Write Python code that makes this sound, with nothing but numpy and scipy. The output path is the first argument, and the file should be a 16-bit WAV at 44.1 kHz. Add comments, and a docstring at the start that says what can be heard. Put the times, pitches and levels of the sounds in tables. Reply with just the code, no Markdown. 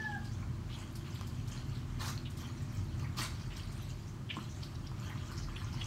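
"""Hand washing in a yard

Wet cloth is scrubbed and squeezed in a plastic basin, with close walls echoing the work.
Swarms of ringing bubbles make the lapping, the fizzing suds, the squelches and two splashes;
the cloth swishes as gliding bands of hiss, drops plop and ping, and the basin thuds twice.
An animal gives one falling cry at the start, and a far engine drones under a faint hiss of air."""
import sys
import numpy as np
from scipy import signal
from scipy.fft import rfft, irfft
from scipy.io import wavfile
from scipy.ndimage import uniform_filter1d

SR = 44100
rng = np.random.default_rng(int(sys.argv[2]) if len(sys.argv) > 2 else 0)


def store_pcm(level_fs):
    """Save levels as 16-bit WAV."""
    pcm = np.round(np.clip(level_fs, -1, 1) * 32767).astype(np.int16)
    wavfile.write(sys.argv[1], SR, np.atleast_2d(pcm).T)


N = 258426
TIME = np.arange(N) / SR

# pushes of the hands, about three a second: (time [s], lapping level [dB], fizz level [dB])
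HAND_STROKES = [(0.05, -61, -60), (0.40, -59, -66.5), (0.781, -59, -60.5), (1.141, -58.5, -58.5),
                (1.55, -55.5, -58.5), (1.93, -57, -63), (2.42, -55.5, -58.5), (2.75, -60.5, -61.5),
                (3.06, -56, -62), (3.39, -57, -62), (3.60, -56.5, -58.5), (3.85, -74, -62.5),
                (4.38, -65, -59.5), (4.66, -60, -63.5), (5.03, -54.5, -57.5), (5.335, -54.5, -61),
                (5.601, -52.5, -56.5), (5.80, -56, -59)]
# cloth sliding over itself: (time [s], level [dB], resonance [Hz])
CLOTH_SWISHES = [(0.242, -59, 4580), (0.315, -59, 5950), (0.692, -54.5, 2880), (0.724, -55, 3300),
                 (0.785, -59, 6900), (1.044, -58, 2750), (1.11, -75, 3370), (1.512, -54.5, 6700),
                 (1.745, -58, 3900), (2.072, -47.5, 6000), (2.39, -62, 5750), (2.681, -64, 5330),
                 (2.766, -60, 6060), (3.172, -43.5, 4400), (3.211, -48, 8300), (3.394, -55, 4900),
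                 (3.501, -55, 2460), (3.805, -62.5, 3650), (3.887, -59, 6800), (4.069, -62, 6000),
                 (4.49, -59, 5960), (4.556, -60.5, 7200), (5.256, -59, 6340), (5.367, -51, 5640),
                 (5.415, -55, 4970), (5.555, -66, 9800), (5.725, -54, 4850), (5.839, -51.5, 6000)]
# water falling back from the lifted cloth: (time [s], length [s], body level [dB], gurgle level [dB])
POURS = [(1.986, 0.105, -44.5, -48.5), (3.158, 0.083, -41.5, -48.5)]
# patches of foam crushed: (time [s], level [dB])
FOAM_CRACKLES = [(0.245, -56), (0.951, -46.5), (1.266, -51), (1.474, -50), (1.77, -57), (2.298, -52),
                 (2.369, -46.5), (3.563, -52), (3.718, -55.5), (4.63, -55), (5.312, -52)]
# air pressed through wet folds: (time [s], level [dB], bubble pitch [Hz], length [s])
SQUEEZES = [(1.152, -50, 3600, 0.0084), (1.515, -49, 3140, .008), (2.249, -48.5, 3390, 0.031),
            (3.033, -50.5, 2240, 0.03), (3.558, -48, 5400, 0.014), (4.288, -48, 3050, 0.0078),
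            (4.296, -35.5, 2990, 0.017), (4.32, -50, 2850, 0.032), (4.626, -44.5, 4710, 0.0096),
            (4.748, -53, 5300, 0.01), (4.864, -48, 5130, 0.0099), (5.095, -48, 1970, 0.033),
            (5.373, -48, 5320, 0.012), (5.558, -42, 3140, 0.01), (5.809, -38.5, 3130, 0.012)]
# large drops: (time [s], relative level [dB], cavity pitch [Hz], tick against the ring [dB])
BIG_DROPS = [(1.211, -38.5, 1100, 1.5), (1.223, -62, 1500, -4), (4.368, -32.5, 1024, -6),
             (4.386, -37.5, 1210, -20), (4.915, -41.5, 940, -7), (5.156, -42, 1040, -12),
             (5.485, -39, 1130, -25), (5.616, -46, 1080, -16), (5.742, -43, 910, -3)]
# small drips off the cloth: (time [s], level [dB], bubble pitch [Hz])
CLOTH_DRIPS = [(1.524, -44, 6170), (2.177, -33.5, 4300), (3.634, -37, 4702), (3.903, -42, 4830),
               (5.627, -51, 4700), (5.645, -37, 6380)]
# water shoved against the basin: (time [s], level [dB])
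WATER_SHOVES = [(3.191, -39), (4.369, -36.5)]
# modes of the plastic basin: (frequency [Hz], relative level [dB], time to fall 60 dB [s])
BASIN_MODES = [(140.4, 0, 0.32), (216, -2, 0.15), (313, 1.5, 0.092)]
# the animal's call: (time [s], pitch [Hz], fundamental level [dB], octave level [dB])
CRY_CONTOUR = [(0, 883, -51, -40), (0.03, 855, -64, -49), (0.051, 873, -43.5, -44.5),
               (0.067, 851.6, -58, -38), (0.10, 836, -41.5, -47), (0.129, 822, -48.5, -47),
               (0.152, 827, -46, -36), (0.167, 770, -47, -64), (0.188, 710, -60, -66),
               (0.205, 700, -77, -80)]
# the engine's clearest tone, creeping up and easing back: (time [s], pitch [Hz], level [dB])
ENGINE_TONE = [(0.3, 225, -54.5), (0.8, 235.3, -66.5), (1.2, 238, -58.5), (1.9, 245, -54),
               (2.8, 241.2, -54.5), (3.1, 236.4, -72)]
# swells of the engine's deep rumble: (time [s], gain [dB])
RUMBLE_SWELLS = [(0, -47.5), (0.36, -37.5), (0.72, -45.5), (1.1, -43), (3.05, -40), (3.95, -45),
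                 (4.9, -43.5), (5.86, -38.5)]
# constant tones in the drone: (frequency [Hz], level [dB])
HUM_TONES = [(98, -52), (121, -52), (142, -55), (339, -66), (608, -72.5)]
# single echoes off the nearest walls: (delay [s], relative level [dB])
WALL_ECHOES = [(0.0063, -12), (0.0111, -13.5), (0.0302, -24.5)]
# EQ curves of lapping water, suds, splash, fine spray, engine and open air: (frequency [Hz], gain [dB])
LAPPING_EQ = [(250, -5), (600, -9), (1150, 5), (1700, -1.5), (2500, -2.5), (4000, -108)]
SUDS_EQ = [(1200, -42), (2300, -3), (3200, 6), (3600, -3.5), (4300, 3), (4900, -3), (5900, -3),
           (8000, -8.5), (10500, -36), (12000, -17), (16000, -34)]
SPLASH_EQ = [(250, 10.5), (480, -10.5), (640, -7), (1700, -4), (3400, -10), (4200, -3.5), (5000, -10.5),
             (6000, -8.5), (7500, -19.5), (11000, -35)]
SPRAY_EQ = [(4000, 6.5), (6500, -6), (9000, -6), (10500, -13), (12000, -9.5), (15500, -16)]
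ENGINE_EQ = [(30, -28), (42, 2), (58, -17), (80, -1.5), (135, -3), (165, -10.5), (235, -13), (295, -18.5),
             (340, -18), (410, -26.5), (520, -57.5)]
AIR_EQ = [(100, -14), (450, -2), (640, -2.5), (1100, 0), (2000, -8), (4500, -13.5), (7000, -15.5),
          (10500, -26), (15500, -31)]

TOP_HZ = 15780


def scrubbing(lap_gain, fizz_gain, catch_db=1.5, flurry_db=2):
    """Each stroke churns the water and crushes the suds to a rustle; the cloth catches and slips."""
    lapping = coloured(bubbles(1600, 447, 3390, cycles=3.3, spread_db=3, clump_db=4), LAPPING_EQ)
    # bubbles caught in cloth are damped within a few cycles
    suds = coloured(bubbles(5000, 1718, 15400, cycles=5, spread_db=2.5, clump_db=4.5), SUDS_EQ)
    # the finest foam hisses in soft flurries
    mist = coloured(bubbles(7000, 6180, 15500, cycles=5, spread_db=4, clump_db=8.5, sizes=16), SPRAY_EQ)
    mist = unit_rms(mist * gain_of(flurry_db * wander(16)))
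    fizz = folds(suds + gain_of(-12) * mist, depth_db=4.5)
    churn = gain_of(-1.5) * lapping * lap_gain + gain_of(1.78) * fizz * fizz_gain
    return churn * gain_of(catch_db * wander(11))


def hand_effort(levels_db, rise_s=0.061, fall_s=0.088, pull_after_s=0.19, pull_db=-4.5):
    """The gain of the hands' work: each push swells and fades, then a softer pull draws the cloth back."""
    coarse_time = TIME[::64]
    t = coarse_time[:, None] - np.transpose(HAND_STROKES)[0]
    push, pull = (np.exp(-np.where(u < 0, u / rise_s, u / fall_s) ** 2) for u in (t, t - pull_after_s))
    power = (push + gain_of(pull_db) ** 2 * pull) @ gain_of(levels_db) ** 2
    return np.interp(TIME, coarse_time, np.sqrt(power))


def swishes(length_s=0.026, glide_oct=0.15, width_hz=1700, grain_db=3):
    """Wet cloth slides over itself: grainy hiss through a gap whose resonance glides as the fold moves."""
    out, t = np.zeros(N), TIME[:SR // 8]
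    shape = envelope(t, length_s, rise_s=0.0024, fall_db_per_s=702)
    for s, db, centre_hz in CLOTH_SWISHES:
        hiss, grain = rng.standard_normal((2, len(t)))
        hiss *= gain_of(grain_db * unit_rms(uniform_filter1d(grain, size=90)))
        hz = centre_hz * 2 ** (glide_oct * rng.choice([-1, 1]) * (np.minimum(t / length_s, 1) - .5))
        band = resonate(resonate(hiss, hz, width_hz), hz, width_hz)
        add(out, s, gain_of(db) * unit_rms(band) * shape)
    return out


def splashes(lump_db=1, crackle_s=0.018):
    """Falling water breaks into bubbles, gurgle and spray; crushed foam gives bursts of the same spray."""
    body = bubbles(3000, 343.5, 10870, cycles=7, spread_db=3, clump_db=2.5, sizes=44)
    gurgle = bubbles(1200, 1010, 1300, cycles=1.7, spread_db=3, clump_db=-1.5, sizes=10)
    spray = bubbles(5300, 4950, TOP_HZ, cycles=2, spread_db=2, clump_db=-3, sizes=16)
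    body = folds(coloured(body, SPLASH_EQ), depth_db=-0.5)
    gurgle, spray = coloured(gurgle, LAPPING_EQ), coloured(spray, SPRAY_EQ)
    out, foam_gain, t = np.zeros(N), np.zeros(N), TIME[:SR // 6]
    for s, length, db, gurgle_db in POURS:
        water = gain_of(db) * body + gain_of(gurgle_db) * gurgle
        out += water * envelope(TIME - s, length, rise_s=0.028, fall_db_per_s=228)
        out += gain_of(db - 5) * spray * envelope(TIME - s, length, rise_s=0.031, fall_db_per_s=362)
    for s, db in FOAM_CRACKLES:
        add(foam_gain, s, gain_of(db) * np.exp(-t / crackle_s) * (1 - np.exp(-5 * t / crackle_s)))
    return out * gain_of(lump_db * wander(70)) + foam_gain * spray


def squelches(per_s=1100, scatter=0.183, sag=0.079, smack_db=-6, rise_s=0.008):
    """Each squeeze lets out a quick string of bubbles of about one size, growing as the fold opens."""
    out = np.zeros(N)
    for s, db, hz, length in SQUEEZES:
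        string = np.zeros(SR // 10)
        for k, (lag, size, strength, wetness) in enumerate(rng.standard_normal((40, 4))):
            at = (k + .3 * abs(lag)) / per_s
            if at < length:
                pitch = hz * np.exp(scatter * (.7 - abs(size)) - sag * (at / length - .5))
                ring = bubble(pitch, cycles=6, chirp=0.0053)
                add(string, at, gain_of(2 * strength - 2 * at / length) * ring)
                # the wet cloth parts with a broad, lower smack
                add(string, at, gain_of(smack_db) * wetness * bubble(.68 * pitch, cycles=1.8, chirp=0))
        string *= np.minimum(TIME[:len(string)] / rise_s, 1)
        loudest_rms = np.sqrt(uniform_filter1d(string ** 2, size=180).max())
        add(out, s, gain_of(db) * string / loudest_rms)
    return out


def plops(lap_gain, cycles=1.8):
    """A drop ticks on the surface; the cavity it opens rings and collapses into a smaller one."""
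    out = np.zeros(N)
    for s, db, hz, tick_db in list(BIG_DROPS) + small_drops(lap_gain):
        add(out, s, gain_of(db + tick_db) * tick(SPLASH_EQ, decay_s=0.00043))
        add(out, s, gain_of(db) * bubble(hz, cycles, chirp=0.029))
        collapse_s = s + rng.uniform(0.00173, 0.0047)
        add(out, collapse_s, gain_of(db - 9.5) * bubble(hz * rng.uniform(1.05, 1.53), cycles, chirp=0.04))
    return out


def small_drops(lap_gain, per_s=6.5, centre_hz=1084, spread_oct=0.78, tick_db=-16):
    """Stray drops whose level rides the lapping, in rows like those of BIG_DROPS."""
    place, tuning = rng.random((int(per_s * N / SR), 2)).T
    times = (np.arange(len(place)) + place) / per_s
    levels_db = 20 * np.log10(np.interp(times, TIME, lap_gain) + 1e-9) + 3.5
    pitches = centre_hz * 2 ** (spread_oct * (2 * tuning - 1))
    return [(s, db, hz, tick_db) for s, db, hz in zip(times, levels_db, pitches)]


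def drips(tick_db=-11):
    """A small drip ticks on the water and traps one tiny bubble, which pings."""
    out = np.zeros(N)
    for s, db, hz in CLOTH_DRIPS:
        add(out, s, gain_of(db + tick_db) * tick(SUDS_EQ, decay_s=0.00052))
        add(out, s, gain_of(db) * bubble(hz, cycles=6, chirp=0))
    return out


def basin(rise_s=0.0016):
    """The plastic wall gives a dull thud when the load of water meets it."""
    out, t = np.zeros(N), TIME[:SR // 3]
    thud = sum(gain_of(db - 60 * t / t60) * np.sin(2 * np.pi * hz * t) for hz, db, t60 in BASIN_MODES)
    for s, db in WATER_SHOVES:
        add(out, s, gain_of(db) * thud * (1 - np.exp(-t / rise_s)))
    return out


def animal_cry(jitter=0.006, echo_s=0.12, echo_db=-18):
    """A wavering call of two partials that sags and then drops away; a far wall repeats it."""
    s, hz, fundamental_db, octave_db = np.transpose(CRY_CONTOUR)
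    pitch = np.interp(TIME, s, hz) * (1 + jitter * wander(123.5))
    fundamental = tone(pitch, np.interp(TIME, s, fundamental_db))
    octave = tone(2 * pitch, np.interp(TIME, s, octave_db))
    voice = (fundamental + octave) * (TIME < s[-1])
    add(voice, echo_s, gain_of(echo_db) * voice)
    return voice


def engine_drone(waver_hz=1.744):
    """A distant engine: wavering tones over a rumble whose deep end swells and sinks."""
    noise = coloured(rng.standard_normal(N), ENGINE_EQ)
    deep = signal.sosfiltfilt(signal.butter(2, 170, fs=SR, output="sos"), noise)
    swell = gain_of(np.interp(TIME, *np.transpose(RUMBLE_SWELLS)))
    out = swell * deep + gain_of(-43) * (noise - deep)
    for hz, db in HUM_TONES:
        level_db = db + 2 * wander(5.2)
        out += tone(hz + waver_hz * wander(3.91), level_db)
    return out


def engine_tone():
    """One clean tone of the distant engine follows its speed."""
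    s, hz, db = np.transpose(ENGINE_TONE)
    return tone(np.interp(TIME, s, hz), np.interp(TIME, s, db) + wander(6.1))


def open_air(level_db=-59):
    """A faint, steady bed of outdoor hiss."""
    return gain_of(level_db) * coloured(rng.standard_normal(N), AIR_EQ)


def yard(x, tail_db, t60_s=0.35, echoes_per_s=3000):
    """Close walls and the roof return a few single echoes and a short diffuse tail."""
    taps = rng.choice([-1., 1.], SR) * (rng.random(SR) < echoes_per_s / SR)
    taps *= np.arange(SR) > SR // 150  # pre-delay
    tail = taps * gain_of(-60 * TIME[:SR] / t60_s)
    response = gain_of(tail_db) * tail / np.linalg.norm(tail)
    direct = (0.00052, 0.021)
    for s, db in [direct, *WALL_ECHOES]:
        add(response, s, gain_of([db]))
    return signal.fftconvolve(x, response / np.linalg.norm(response))[:N]


def bubble(hz, cycles, chirp):
    """A pocket of air rings for some cycles; chirp lifts its pitch as it nears the surface."""
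    age = np.arange(int(4 * cycles * SR / hz) + 2) * hz / (SR * cycles)  # in decay times
    shape = np.exp(-age) * (1 - np.exp(-2 * age * cycles))
    return shape * np.sin(2 * np.pi * cycles * (age + chirp * age ** 2 / 2))


def bubbles(per_s, lo_hz, hi_hz, cycles, spread_db, clump_db, sizes=30):
    """A swarm of bubbles, most faint and a few strong; those of one size come in clumps."""
    out = np.zeros(N)
    for hz in np.geomspace(lo_hz, hi_hz, sizes):
        born = rng.random(N) < per_s / sizes / SR
        strength = np.minimum(rng.exponential(1, N), 3.5)
        pulses = born * gain_of(spread_db * strength + clump_db * wander(20))
        out += np.sqrt(hz) * unit_rms(signal.oaconvolve(pulses, bubble(hz, cycles, chirp=0.024))[:N])
    return out


def tick(eq, decay_s):
    """The click of a drop touching water: a very short burst of noise."""
    t = TIME[:SR // 100]
    return np.exp(-t / decay_s) * coloured(rng.standard_normal(len(t)), eq)


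def folds(x, depth_db):
    """Folds open and close, so short-lived resonances come and go at ever new pitches."""
    spectra = signal.stft(x, nperseg=512, noverlap=384)[2]
    patches = rng.standard_normal(spectra.shape)
    for _ in range(2):
        patches = uniform_filter1d(uniform_filter1d(patches, size=6, axis=0), size=9, axis=1)
    spectra *= gain_of(depth_db * np.minimum(unit_rms(patches), 1))
    return unit_rms(signal.istft(spectra, nperseg=512, noverlap=384)[1][:N])


def resonate(x, hz, width_hz):
    """A unity-gain resonance that follows a pitch curve."""
    carrier = np.exp(2j * np.pi * np.cumsum(hz) / SR)
    pole = np.exp(-np.pi * width_hz / SR)
    return 2 * (carrier * signal.lfilter([1 - pole], [1, -pole], x / carrier)).real


def tone(hz, rms_db):
    """A sine that follows curves of pitch and level."""
    return np.sqrt(2) * gain_of(rms_db) * np.sin(2 * np.pi * np.cumsum(hz) / SR)


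def coloured(x, eq):
    """Applies an EQ curve drawn on a log-frequency axis; the result has an rms of one."""
    hz, db = np.transpose(eq)
    curve_db = np.interp(np.log(np.fft.rfftfreq(len(x), 1 / SR) + 1), np.log(hz + 1), db)
    return unit_rms(irfft(rfft(x) * gain_of(curve_db), len(x)))


def envelope(t, length_s, rise_s, fall_db_per_s):
    """Attack, hold until length_s, release."""
    return np.clip(t / rise_s, 0, 1) * gain_of(-fall_db_per_s * np.maximum(t - length_s, 0))


def wander(rate_hz):
    """A random modulator with an rms of one."""
    knots = rng.standard_normal(int(2 * rate_hz * N / SR) + 2)
    return unit_rms(np.interp(TIME * 2 * rate_hz, np.arange(len(knots)), knots))


def add(mix, s, sound):
    """Mixes a sound in at s seconds."""
    part = mix[max(round(s * SR), 0):][:len(sound)]
    part += sound[:len(part)]


def gain_of(db):
    """Decibels to a factor."""
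    return 10 ** (np.asarray(db) / 20)


def unit_rms(x):
    """Scales to an rms of one."""
    return x / np.sqrt(np.mean(x ** 2) + 1e-20)


def scene():
    """The mono mix: washing, drops and cry echo in the yard, over a bed of engine and air."""
    _, lap_db, fizz_db = np.transpose(HAND_STROKES)
    lap_gain, fizz_gain = hand_effort(lap_db), hand_effort(fizz_db)
    washing = scrubbing(lap_gain, fizz_gain) + swishes() + splashes() + squelches() + basin()
    washing = yard(washing, tail_db=-6.5)
    drops = yard(gain_of(7.5) * plops(lap_gain), tail_db=-5.5) + yard(drips(), tail_db=-4)
    cry = yard(animal_cry(), tail_db=-6.5)
    bed = engine_drone() + open_air() + engine_tone()
    return (washing + drops + cry + bed)[None]


def record(dry):
    """The microphone drops the deepest bass, and a steep low-pass trims the very top."""
    thinned = signal.sosfilt(signal.butter(4, 22, "highpass", fs=SR, output="sos"), dry)
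    lowpass = signal.firwin(1201, TOP_HZ, window=("kaiser", 9), fs=SR)
    return signal.oaconvolve(thinned, lowpass[None], "same")


dry = scene()
out = record(dry)
store_pcm(out)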